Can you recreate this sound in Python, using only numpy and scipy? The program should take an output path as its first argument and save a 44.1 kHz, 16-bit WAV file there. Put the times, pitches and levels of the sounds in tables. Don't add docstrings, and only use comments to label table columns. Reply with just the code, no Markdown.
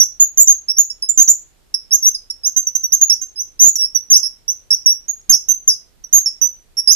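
import sys
import numpy as np
from scipy import signal
from scipy.fft import rfft, irfft
from scipy.io import wavfile
from scipy.ndimage import uniform_filter1d, minimum_filter1d

SR = 44100
rng = np.random.default_rng(int(sys.argv[2]) if len(sys.argv) > 2 else 0)


def log_audio(samples):
    frames = np.atleast_2d(samples).T
    limited = np.clip(frames, -1, 1)
    pcm = np.round(limited * 32767).astype(np.int16)
    wavfile.write(sys.argv[1], SR, pcm)


N = 306495

# start in seconds, length in seconds, base pitch in Hz,
# glide from first to last in Hz, arch on the way in Hz, relative level in dB, swell from first to last
# in dB, relative level of the octave in dB, left over right in dB, lag of the right port in seconds.
TWISTS = [(0,0.037,6344,-11.5,-620,-2.5,-13.5,-18.5,-7,0.00006),
          (0.198,0.047,6474,131,371,-6.5,-3.5,-19,-3.5,7e-5),
          (.373,.059,6555,1013.5,302,-5.5,-2,-13,-6.5,6e-5),
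          (0.472,0.052,6075,476.5,550.5,-6,-1.5,-24.5,-2,0.000057),
          (.683,0.035,5590,264,-220,-12.5,-4,-22.5,-6.5,0.000066),
          (0.765,0.018,5610,44,66,-20.5,6,-15,-3,0.000039),
          (0.782,0.036,6382,787.5,449.5,-7.5,-10.5,-16,-6.5,0.000049),
          (0.898,0.023,5460,-82,11,-25.5,-11,-22,-8,0.000087),
          (1.022,0.036,5337,-74,-85,-20,-13.5,-13,-5.5,0.000088),
          (1.087,0.017,6820,371,362,-9.5,10.5,-26.5,-13.5,4e-5),
          (1.174,0.053,6856,252,-620,-1,-4,-18.5,-5.5,42e-6),
          (1.276,0.041,6202,1543,651,-7,-5,-18,-8,0.000039),
          (1.74,0.015,5340,-560,-6,-13,-6,-16,-10,0.000058),
          (1.907,0.046,5956,1153,-220,-9.5,8,-16,-6.5,0.00007),
          (2.024,0.064,6123,305.5,-330,-8,7.5,-18.5,0.5,0.000063),
          (2.146,0.025,5155,-450,-200,-20.5,-18.5,-18.5,-6.5,78e-6),
          (2.299,0.013,5560,-310,-86,-19.5,4.5,-17,-7,0.000069),
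          (2.433,0.048,5747,1397,60,-15.5,4,-17.5,-6.5,0.000092),
          (2.562,0.04,6135,181,152,-11,-10.5,-18.5,-11,0.000057),
          (2.668,0.022,5823,-11,176,-15.5,-15.5,-20.5,-3.5,0.000051),
          (2.75,0.015,6130,119,42,-10,3.5,-19.5,-16,52e-6),
          (2.835,0.026,5930,38,-5,-15.5,-7,-14.5,-3,0.000057),
          (2.92,0.03,5780,1080,549.5,-9.5,-1,-14.5,-8,57e-6),
          (3.011,0.029,6376,607,379,-6.5,-1.5,-20,-5.5,0.000049),
          (3.096,0.042,6016,4,-650,-6,-10,-19.5,-9,0.000081),
          (3.213,0.027,6340,-160,-32,-20,-7,-18,-14,0.000031),
          (3.357,0.062,5653,1104,-180,-22.5,10,-17.5,-8,0.0001),
          (3.592,0.049,5722,697.5,549.5,-9,7.5,-16.5,-4,0.000073),
          (3.631,0.063,6415,839.5,389.5,-6,-5.5,-20,-10.5,0.000053),
          (3.755,0.017,5820,-500,27,-14,-8,-9.5,-3,0.000034),
          (3.782,0.076,5450,-170,138,-15,2.5,-19,-5,0.000094),
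          (3.947,0.025,5750,-6,179,-12,4,-17.5,-12.5,0.000051),
          (4.099,.051,5413,-650,739.5,-9,15,-18.5,-4,0.000073),
          (4.149,0.03,5843,950,-3.5,-5,-10.5,-18.5,-6.5,0.000075),
          (4.229,.047,5696,3,-480,-14.5,-10.5,-15,-27.5,0.000011),
          (4.479,0.047,5886,659,124,-17,-14.5,-20,-6.5,0.00009),
          (4.704,0.042,5957,98,-590,-6.5,-6,-21,-5.5,0.000065),
          (4.859,0.069,6070,-200,-600,-6.5,-10,-19.5,-3.5,0.000085),
          (5.081,0.034,6460,200,223.5,-17,3,-20,-14,0.000026),
          (5.294,0.023,6284,57,128.5,-4,-1,-12,-10.5,0.000047),
          (5.322,0.027,6192,-600,-950,-1.5,3,-16.5,-7.5,0.000046),
          (5.485,0.041,6190,43.5,-1.5,-8,-2,-15.5,-25.5,0.0000057),
          (5.676,0.062,5858,-1450,-520,-8,-7.5,-19.5,-1.5,0.000063),
          (6.037,0.0098,5825,42.5,62,-31.5,18,-17.5,-7.5,0.000012),
          (6.127,0.061,6105,269.5,538.5,-6,-3.5,-14,-10,53e-6),
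          (6.258,0.04,5300,-300,136.5,-16.5,-14,-20.5,-5.5,0.0000082),
          (6.413,0.058,6043,41.5,-58.5,-10,-8.5,-16.5,-20,0.000048),
          (6.768,0.032,5462,84,105,-15.5,10,-12.5,-9.5,0.000011),
          (6.873,0.06,5970,981.5,-660,-1.5,-11,-16,-14.5,0.000065)]


def squeaks(level_db=0.5358, octave_trim_db=0.47, attack_s=0.0016, release_s=0.0051,
            jitter=0.005, wobble=0.0043, flutter_db=1.52, catch_s=0.0043, catch_jitter=0.025,
            octave_pan_db=6, pan_db_per_octave=30, middle_hz=5900, octave_lag_s=15e-6, lowest_hz=4600):
    out = np.zeros((2, N))
    sway, wander, scatter, flutter = drift(90), drift(330), drift(700), drift(200)
    for start, length, pitch_hz, glide_hz, arch_hz, chirp_db, swell_db, octave_db, pan_db, lag_s in TWISTS:
        first = max(int(start * SR), 0)
        last = min(int((start + length + 4 * release_s) * SR), N)
        at = np.arange(first, last)
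        age = np.maximum(at / SR - start, 0)
        progress = np.clip(age / length, 0, 1)
        pitch, effort_db = twist(progress, pitch_hz, glide_hz, arch_hz, swell_db)
        loudness_db = level_db + chirp_db + effort_db + flutter_db * flutter[at]

        onset = 1 - np.exp(-(age / attack_s) ** 2)
        release = np.exp(-(np.maximum(age - length, 0) / release_s) ** 2)
        grip = onset * release

        catch = catch_jitter * np.exp(-age / catch_s) * scatter[at]
        unrest = wobble * sway[at] + jitter * wander[at] + catch
        cycles = np.cumsum(pitch * (1 + unrest)) / SR
        phase = 2 * np.pi * (cycles - pitch * np.array([[0], [lag_s]]))

        octave_left_db = octave_pan_db + pan_db_per_octave * np.log2(pitch / middle_hz)
        octave_phase = 2 * (phase - 2 * np.pi * pitch * np.array([[0], [octave_lag_s]]))
        tone = panned(pan_db) * np.sin(phase)
        overtone = panned(octave_left_db) * from_db(octave_db + octave_trim_db) * np.sin(octave_phase)
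        out[:, at] += np.sqrt(2) * from_db(loudness_db) * grip * (tone + overtone)
    return filtered(out, lowest_hz, "high", order=10)


ARCH_SKEW = 0.7
PRESSURE_DB_PER_OCTAVE = 26
ENDS_DB = -4.5


def twist(progress, pitch_hz, glide_hz, arch_hz, swell_db):
    glide = -glide_hz / 2 * np.cos(np.pi * progress)
    arch = arch_hz * np.sin(np.pi * progress ** ARCH_SKEW)
    hz = pitch_hz + glide + arch
    speed_db = swell_db * (progress - 0.5) + ENDS_DB * (1 - np.sin(np.pi * progress))
    pressure_db = PRESSURE_DB_PER_OCTAVE * np.log2(hz / pitch_hz)
    return hz, speed_db + pressure_db


# time in seconds, relative strength in dB.
BREAKS = [(0.6948, -45), (1.1772, -26.5), (2.311, -36.5), (2.6688, -42), (2.759, -28.5), (2.834, -38),
          (3.0145, -27), (3.231, -43), (3.756, -26), (4.7072, -26), (5.214, -56), (5.673, -46),
          (6.8813, -32)]
# frequency in Hz, relative level in dB,
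# time to decay by 60 dB in seconds.
MODES = [(5720, 15.5, 0.02), (6940, -2.5, 0.019), (7950, -4.5, 0.0008), (10200, -7.5, 0.0034),
         (12600, -4, 0.0025)]


def snaps(level_db=2, spread_db=0.92, lowest_hz=5700):
    out = np.zeros((2, N))
    times, strength_db = np.transpose(BREAKS)
    for hz, mode_db, t60_s in MODES:
        clicks = np.zeros((2, N))
        scatter_db = rng.normal(0, spread_db, (len(times), 2)).T
        clicks[:, (times * SR).astype(int)] = from_db(strength_db + mode_db + level_db + scatter_db)
        radius = from_db(-60 / (t60_s * SR))
        angle = 2 * np.pi * hz / SR
        poles = [1, -2 * radius * np.cos(angle), radius ** 2]
        out += signal.lfilter([0.5, 0, -0.5], poles, clicks + 1e-18)
    return filtered(out, lowest_hz, "high", order=7)


# left delay in seconds, right delay in seconds,
# level in dB relative to the direct sound.
REFLECTIONS = [(.0013, 0.00071, -19.5), (.0031, 0.0022, -18), (.0046, 0.0066, -13.5),
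               (.0083, 0.0086, -23.5)]
ROOM_T60_S, ROOM_TREBLE_T60_S, ROOM_DB = 0.25, 0.18, -11


def room(x, build_s=0.0075, split_hz=9000, treble_db=-2, right_db=3, treble_left_db=4):
    t = np.arange(SR // 2) / SR
    source_treble = filtered(x[0], split_hz, "high", order=4)
    source_low = filtered(x[1], split_hz, "low", order=4)
    source = np.sqrt(0.5) * (source_treble + source_low)

    build = 1 - np.exp(-(t / build_s) ** 2)
    white = rng.standard_normal((2, len(t))) * build
    tails = [white * from_db(-60 * t / t60_s) for t60_s in (ROOM_T60_S, ROOM_TREBLE_T60_S)]
    low, high = [rms_one(tail) / np.sqrt(len(t)) for tail in tails]
    low_tail = filtered(low, split_hz, "low", order=4) * panned(-right_db)
    treble_tail = from_db(treble_db) * filtered(high, split_hz, "high", order=4) * panned(treble_left_db)
    far = signal.fftconvolve(source[None], low_tail + treble_tail, axes=1)[:, :N]

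    near = sum(from_db(db) * np.array([delayed(x[0], left_s), delayed(x[1], right_s)])
               for left_s, right_s, db in REFLECTIONS)
    return near + from_db(ROOM_DB) * far


# frequency in Hz, relative spectral density in dB per Hz.
GRIT_SPECTRUM = [(30, 12), (100, 3.5), (300, -1), (1000, -9), (2500, -12.5), (5000, -13.5), (9000, -30.5),
                 (15000, -26.5)]


def limited_with_grit(x, ceiling=1.08, knee=0.85, grit_db=-23, smear_s=0.021, crackle_db=2.5, spill=0.13):
    peak = -minimum_filter1d(-np.abs(x), size=9, axis=1)
    gain = uniform_filter1d(np.minimum(1, ceiling / (peak + 1e-9)), size=9, axis=1)
    excess = uniform_filter1d(np.clip(peak - knee, 0, 1), max(int(smear_s * SR), 1), axis=1)
    excess = excess + spill * excess[::-1]
    crackle = from_db(grit_db + crackle_db * drift(180))
    return x * gain + crackle * excess * coloured(GRIT_SPECTRUM, alike=0.2)


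# frequency in Hz, relative spectral density
# in dB per Hz.
HUSH_SPECTRUM = [(15, -35), (25, 3.5), (119, -15.5), (177, -17.5), (271, -20), (372, -19), (1020, -27.5),
                 (2250, -29.5), (3260, -30), (4030, -29.5), (14000, -35.5)]
HUSH_DB = -54.5


def hush(pan_db=-2, top_hz=14200):
    noise = filtered(coloured(HUSH_SPECTRUM, alike=0.06), top_hz, "low", order=16)
    return from_db(HUSH_DB) * panned(pan_db) * noise


def coloured(points, alike):
    hz = np.maximum(np.arange(N // 2 + 1) * SR / N, 1)
    points_hz, points_db = np.transpose(points)
    share = np.clip(alike, 0, 1)
    common = np.sqrt(share) * rng.standard_normal(N)
    white = common + np.sqrt(1 - share) * rng.standard_normal((2, N))
    shape = from_db(np.interp(np.log(hz), np.log(points_hz), points_db))
    return rms_one(irfft(rfft(white) * shape, N))


def panned(left_db):
    gains = from_db(np.array([[0.5], [-0.5]]) * left_db)
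    return gains / np.sqrt(np.mean(gains ** 2, axis=0))


def drift(rate_hz):
    return rms_one(filtered(rng.standard_normal(N), rate_hz, "low", order=4))


def delayed(x, seconds):
    return np.pad(x, (int(abs(seconds) * SR), 0))[:N]


def filtered(x, hz, kind, order=2):
    sos = signal.butter(order, np.clip(hz, 10, 0.45 * SR), kind, fs=SR, output="sos")
    return signal.sosfilt(sos, x)


def rms_one(x):
    return x / np.sqrt(np.mean(x ** 2) + 1e-20)


def from_db(db):
    return 10 ** (np.asarray(db) / 20)


def scene():
    call = squeaks() + snaps()
    return call + room(call) + hush()


CUTOFF_HZ = 14800


def record(dry):
    clipped = np.clip(limited_with_grit(dry), -1, 1)
    top_cut = signal.cheby1(12, 0.05, CUTOFF_HZ, fs=SR, output="sos")
    return signal.sosfilt(top_cut, clipped)


dry = scene()
out = record(dry)
log_audio(out)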